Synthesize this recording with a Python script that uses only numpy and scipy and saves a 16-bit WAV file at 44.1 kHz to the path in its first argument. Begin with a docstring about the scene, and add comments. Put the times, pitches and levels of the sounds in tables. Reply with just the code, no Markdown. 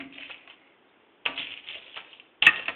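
"""Small hard candies are pushed around a frying pan in a small room. At first the pan rings low from a blow,
a plastic spatula scrapes and bumps it, and the candies click, rattle and roll to rest. At about 1.25 s
the spatula knocks the pan again and the candies rattle in louder surges that die down. Near 2.5 s they
surge once more and a wooden spoon clacks down hard, overloading a microphone that hears little above
4 kHz. A softer clack follows at the end."""
import sys
import numpy as np
from scipy import signal
from scipy.fft import rfft, irfft, next_fast_len
from scipy.io import wavfile

SR = 44100
rng = np.random.default_rng(int(sys.argv[2]) if len(sys.argv) > 2 else 0)


def wav_out(sig):
    """Save sig, one row per channel (or a flat mono array), as 16-bit PCM at SR to the path in sys.argv[1]."""
    wavfile.write(sys.argv[1], SR, np.round(np.clip(np.atleast_2d(sig).T, -1, 1) * 32767).astype(np.int16))


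N = 121275


# the tone of a candy shell's snap: f/Hz, level/dB
SNAP_TONE = [(40, -8), (200, -8.5), (600, -8), (1400, -5.5), (2200, 4.5), (3300, 1), (5000, -9)]
def candy_hits(hits, width_s, snap_db):
    """A hard candy makes a very short ping and a sharp snap each time it hits something."""
    t = np.arange(SR // 100) / SR
    swell = np.exp(-(t / width_s - 2) ** 2)
    pings, snaps = np.zeros(N), np.zeros(N)
    for (s, db, hz), (phase, coin) in zip(hits, rng.random((len(hits), 2))):
        add(pings, s, amp(db) * swell * np.sin(2 * np.pi * (hz * t + phase)))
        spike = np.sign(coin - .5) * amp(db + snap_db) * SR / hz / 2
        add(snaps, s + 2 * width_s, np.array([spike]))
    return pings + coloured(snaps, SNAP_TONE)


# single candies hitting the pan: t/s, level/dB, f/Hz
CANDY_CLICKS = [(0.0024, -29.5, 2640), (0.1249, -33.5, 2620), (0.1828, -27.5, 2680), (0.2078, -30, 2600),
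                (0.2327, -30.5, 2600), (0.2553, -31, 2690), (0.3433, -31, 2600), (0.4746, -35, 2690),
                (0.4989, -35, 2930), (0.5068, -37, 2880), (1.254, -21.5, 3080), (1.261, -9, 2732),
                (1.379, -23, 3130), (1.3864, -19, 3080), (1.3977, -19, 2650), (1.4291, -23.5, 2770),
                (1.4696, -25.5, 2630), (1.5049, -26.5, 2830), (1.5204, -27.5, 2844), (1.5384, -27, 2914),
                (1.5744, -26.5, 2750), (1.6868, -22, 3110), (1.7001, -25.5, 2620), (1.7564, -29, 2730),
                (1.9432, -29.5, 2900), (1.9598, -25.5, 2750), (1.9734, -25, 2910), (2.003, -30.5, 2570),
                (2.1295, -35, 2980), (2.1979, -34.5, 2800), (2.4236, -4.5, 2900), (2.4274, -10, 2730),
                (2.5596, -19, 2660), (2.595, -24, 2730), (2.6232, -29.5, 2670), (2.6568, -22, 2630)]
def candy_clicks():
    """Some candies hit the pan clearly enough to be heard one by one."""
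    return amp(0.5) * candy_hits(CANDY_CLICKS, width_s=0.000803, snap_db=-7.5)


# pushes through the heap: t/s of the peak, level/dB, rise/s and fall/s (each over 60 dB), f/Hz
CANDY_PUSHES = [(0.004, -38.5, .02, 0.18, 2410), (0.133, -46, .025, 0.33, 2935),
                (0.2, -39.5, .3, 0.74, 2597), (0.31, -38.5, .2, 0.13, 2713), (0.503, -48, .08, .25, 2860),
                (0.85, -71.5, 1.5, 5.5, 3070), (1.266, -30, 0.036, 0.08, 2740),
                (1.392, -27, .13, 0.274, 3000), (1.525, -40, 0.52, .5, 2787), (1.695, -36, .15, 0.7, 2917),
                (1.755, -44.5, 0.48, 0.1, 2900), (1.88, -49, .2, 1.14, 2950),
                (1.977, -41.5, .12, 0.14, 2914), (2.14, -52, 0.94, .5, 3004),
                (2.426, -15, 0.011, .02, 2920), (2.436, -29, .03, 0.04, 3200),
                (2.458, -19, .05, 0.13, 2987), (2.565, -35, 0.21, 0.4, 2930), (2.685, -38, 0.19, 0.2, 2740)]
def candy_rattle(hits_per_s=600, count=4000):
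    """Each push swells and fades a stream of tiny hits; the strongest push sets their pitch."""
    level_luck, pitch_luck = rng.standard_normal((count, 2)).T
    times = np.cumsum(rng.gamma(2, .5, count)) / hits_per_s
    t = np.arange(N) / SR
    force = np.array([amp(db - 60 * np.maximum((s - t) / rise, (t - s) / fall))
                      for s, db, rise, fall, hz in CANDY_PUSHES])
    push_hz = np.array(CANDY_PUSHES)[:, -1][force.argmax(axis=0)]
    hit_hz = np.interp(times, t, push_hz) * np.exp(.11 * pitch_luck)
    hit_db = 3.5 * np.minimum(level_luck, 2)
    hits = np.column_stack([times, hit_db, hit_hz])[times < N / SR]
    stream = unit(candy_hits(hits, width_s=.0007, snap_db=-4))
    return stream * amp(-0.5) * np.linalg.norm(force, axis=0)


# loose candies rolling to rest: t/s, length/s, level/dB
CANDY_ROLLS = [(0.331, 0.18, -60.5), (0.496, 0.31, -59.5), (0.701, 0.56, -70)]
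# the tone of the rolling: f/Hz, level/dB
ROLL_TONE = [(100, -24.5), (280, -4), (500, -19.5), (1750, -13.5), (2100, 1.5), (2400, -8), (2750, -5),
             (3200, -19), (4000, -21)]
def candy_rolling():
    """Candies whirr softly and unevenly as they cross the pan floor."""
    return sum(amp(db) * rub(s, length, ROLL_TONE, jolts_per_s=180, rough_db=2.5)
               for s, length, db in CANDY_ROLLS)


# the spoon landing on the pan: t/s, level/dB, brightness/(dB per octave)
SPOON_CLACKS = [(2.4662, -7.5, 6), (2.4696, 2, -3), (2.4790, -11, 2.5), (2.4910, -7.5, -2.5),
                (2.5150, -13.5, -14), (2.5350, -23, 0.5), (2.6820, -16.5, 0.5), (2.6900, -24, -5)]
# the notes the spoon rings with: f/Hz, level/dB, time to fade by 60 dB/s
SPOON_NOTES = [(1179, -29, 0.11), (1239, -26, 0.2), (1485, -26.5, .06), (1763, -18, 0.065),
               (1826, -12, .06), (1869, -10.5, 0.11), (2108, -21, .06), (2280, -19.5, 0.039),
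               (2370, -22.5, .05), (2456, -18, 0.054), (2573, -10, 0.055), (2673.5, -1, 0.027),
               (3020, -19, 0.014), (3500, -25.5, 0.019)]
def spoon_clacks():
    """The wooden spoon clacks and chatters on the pan, ringing briefly each time."""
    return struck(SPOON_CLACKS, SPOON_NOTES, rise_s=0.0011, scatter_db=2.5)


# the spatula rubbing the pan floor: t/s, length/s, level/dB, centre f/Hz
SPATULA_SCRAPES = [(0.149, 0.068, -56.5, 630), (0.297, 0.029, -45, 596), (1.688, 0.13, -51.5, 555),
                   (1.851, .035, -54, 450), (1.998, .15, -62.5, 542), (2.578, 0.032, -39.5, 535)]
# the tone of a scrape: multiple of the centre frequency, level/dB
SCRAPE_TONE = [(.2, -20), (.6, -8), (.85, -2.5), (1.1, 5.5), (1.4, -11.5), (2.5, -18), (5, -36.5)]
def spatula_scrapes():
    """The plastic spatula slips unevenly, making a low, rough noise."""
    out = np.zeros(N)
    for s, length, db, hz in SPATULA_SCRAPES:
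        tone = [(hz * multiple, level) for multiple, level in SCRAPE_TONE]
        out += amp(db) * rub(s, length, tone, jolts_per_s=160, rough_db=4.5)
    return out


# spatula and spoon bumping the pan: t/s, level/dB, time to fade by 60 dB/s
UTENSIL_BUMPS = [(0.0, -40.5, 0.2), (0.297, -35.5, 0.076), (0.475, -43.5, 0.085), (0.498, -44, 0.099),
                 (1.254, -34.5, 0.033), (1.2595, -26, 0.21), (1.273, -33, .08), (1.378, -36.5, 0.13),
                 (1.395, -40.5, .1), (1.9645, -31, 0.14), (2.423, -25, 0.19), (2.466, -18.5, 0.12),
                 (2.681, -23.5, 0.11)]
# the tone of a bump: f/Hz, level/dB
BUMP_TONE = [(30, -24.5), (80, -14.5), (250, -5), (600, 2.5), (900, 3), (1300, 3.5), (1600, -0.5),
             (2100, 3), (3000, -2), (4000, -6)]
def utensil_bumps():
    """The utensils knock dully against the pan."""
    return dull_knocks(UTENSIL_BUMPS, BUMP_TONE)


# spatula blows that set the pan ringing: t/s, level/dB, brightness/(dB per octave)
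PAN_STRIKES = [(-0.085, -32, -2), (1.254, -34, 1.5)]
# the notes the pan rings with: f/Hz, level/dB, time to fade by 60 dB/s
PAN_NOTES = [(268.7, -5, 0.83), (683, -6.5, 0.47), (1162, 3.5, 0.22), (1500, -18, .2), (1870, -6.5, .16),
             (2078, -8, 0.11), (2480, -11.5, .2)]
def pan_ring(twin_hz=20, twin_db=-3):
    """The whole pan rings; its lowest note has a twin just above it, so the hum throbs."""
    hz, db, fade_s = PAN_NOTES[0]
    twin = (hz + twin_hz, db + twin_db, fade_s)
    return struck(PAN_STRIKES, PAN_NOTES + [twin], rise_s=.007, scatter_db=.5)


# the pan knocking the table: t/s, level/dB, time to fade by 60 dB/s
TABLE_THUDS = [(0.01, -47, 0.55), (0.13, -62.5, .3), (1.289, -45.5, 0.14), (1.395, -49.5, 0.27),
               (2.466, -30.5, 0.14), (2.56, -56.5, 0.66), (2.682, -48.5, 0.33)]
# the tone of a thud: f/Hz, level/dB
THUD_TONE = [(25, -16), (60, -9.5), (130, -6), (200, -1), (320, 2), (500, -15.5), (1000, -41)]
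def table_thuds():
    """The pan thuds deeply on the padded table."""
    return dull_knocks(TABLE_THUDS, THUD_TONE)


# how long the room echoes: f/Hz, time to fade by 60 dB/s
ROOM_FADE = [(200, 0.87), (1500, 0.57), (3500, 0.22)]
def room_echo(x, pieces=28, near_fade_s=0.058, near_db=-6, far_db=-12.5):
    """Sound bounces off the nearby pan wall and table top, and off the far walls of the room."""
    out, size = np.zeros(N), SR // 2
    t = np.arange(size) / SR
    # each piece of the sound gets its own echo, as the hits move about the pan
    for piece in np.array_split(np.arange(N), pieces):
        hz, age, bands = signal.stft(rng.standard_normal(size), SR, nperseg=256)
        fade = amp(-60 * age / along(ROOM_FADE, hz)[:, None])
        far = signal.istft(bands * fade, SR, nperseg=256)[1][:size] * (1 - np.exp(-t / 0.017))
        near = rng.standard_normal(size) * amp(-60 * t / near_fade_s) * (t > .002)
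        tail = amp(far_db) * far / np.linalg.norm(far) + amp(near_db) * near / np.linalg.norm(near)
        add(out, piece[0] / SR, signal.fftconvolve(x[piece], tail))
    return out


# the tone of the room's background: f/Hz, level/dB
BACKGROUND_TONE = [(15, -67.5), (25, -34), (86, -17), (152, -14.5), (320, -1), (499, -4.5), (1440, -10.5),
                   (1860, -12.5), (2910, -14), (3380, -15), (4000, -31.5), (5200, -71.5), (8800, -120)]
def background():
    """A faint, steady noise fills the room."""
    return amp(-60) * noise(BACKGROUND_TONE)


def struck(blows, notes, rise_s, scatter_db):
    """Each blow rings an object's notes a little differently; harder contact favours the high ones."""
    out, t = np.zeros(N), np.arange(SR) / SR
    for s, db, brightness in blows:
        for hz, note_db, fade_s in notes:
            level = db + note_db + brightness * np.log2(hz / 1000) + scatter_db * rng.standard_normal()
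            rise = 1 - np.exp(-t / rise_s * hz / 1000)  # rise_s holds at 1 kHz; low notes are slower
            add(out, s, amp(level - 60 * t / fade_s) * rise * np.sin(2 * np.pi * hz * t))
    return out


def dull_knocks(knocks, tone, rise_s=0.00052):
    """A dull knock shakes many short-lived notes at once, so it sounds like a burst of noise."""
    out, t = np.zeros(N), np.arange(N) / SR
    for s, db, fade_s in knocks:
        add(out, s, amp(db - 60 * t / fade_s) * (1 - np.exp(-t / rise_s)) * noise(tone))
    return out


def rub(s, length, tone, jolts_per_s, rough_db):
    """A rough rubbing noise that swells and fades."""
    t = np.arange(N) / SR
    grip = amp(rough_db * np.interp(t * jolts_per_s, np.arange(N), rng.standard_normal(N)))
    swell = np.sin(np.pi * np.clip((t - s) / length, 0, 1))
    return unit(noise(tone) * grip) * swell


def amp(db):
    """Turn decibels into a number to multiply by."""
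    return 10 ** (np.asarray(db) / 20)


def unit(x):
    """Scale a sound to an average strength (rms) of 1."""
    return x / np.sqrt(np.mean(x ** 2) + 1e-20)


def along(points, hz):
    """Read between the points of a curve, with frequency spaced in octaves."""
    freqs, values = np.transpose(points)
    return np.interp(np.log(hz + 1), np.log(freqs + 1), values)


def coloured(x, tone):
    """Turn the lows and highs of a sound up or down to follow a tone curve."""
    size = next_fast_len(len(x) + 8192)
    gain = amp(along(tone, np.fft.rfftfreq(size, 1 / SR)))
    return irfft(rfft(x, size) * gain, size)[:len(x)]


def noise(tone):
    """Noise of strength 1 with the given tone."""
    return unit(coloured(rng.standard_normal(N), tone))


def add(track, s, sound):
    """Mix a sound in at time s, which may lie before the start."""
    i = int(min(round(s * SR), N - 1))
    sound, i = sound[max(-i, 0):], max(i, 0)
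    track[i:i + len(sound)] += sound[:N - i]


def scene():
    """Candies, utensils and pan sound together in the room."""
    stirring = candy_clicks() + candy_rattle() + utensil_bumps() + spatula_scrapes()
    spoon = spoon_clacks()
    pan = pan_ring()
    # the spoon is nearer the microphone, so it gets less echo
    echo = room_echo(stirring + amp(-4.5) * spoon + amp(-12) * pan)
    return (stirring + spoon + pan + echo + table_thuds() + candy_rolling() + background())[None]


# how well the microphone hears lows and highs: f/Hz, level/dB
MIC_TONE = [(15, -23.5), (45, -2.5), (100, -2.5), (3200, -1.5), (3500, -1), (3800, -8.5), (4200, -14.5),
            (4500, -26.5), (4900, -75), (6000, -110)]
# the dulling of the highs after the overload: f/Hz, level/dB
DULL_HIGHS = [(4000, 0), (5000, -8.5), (7500, -4), (10000, -7.5), (14000, -0.5)]
def record(dry, ceiling=.73, hardness=20, top_hz=15800):
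    """The microphone misses most highs and flattens the loudest peaks; the very top is then cut off."""
    heard = coloured(dry[0], MIC_TONE)
    flattened = heard / (1 + np.abs(heard / ceiling) ** hardness) ** (1 / hardness)
    dulled = coloured(flattened, DULL_HIGHS)
    top_cut = [(top_hz - 400, 0), (top_hz, -10), (top_hz + 200, -90)]
    return coloured(dulled, top_cut)[None]


dry = scene()
out = record(dry)
wav_out(out)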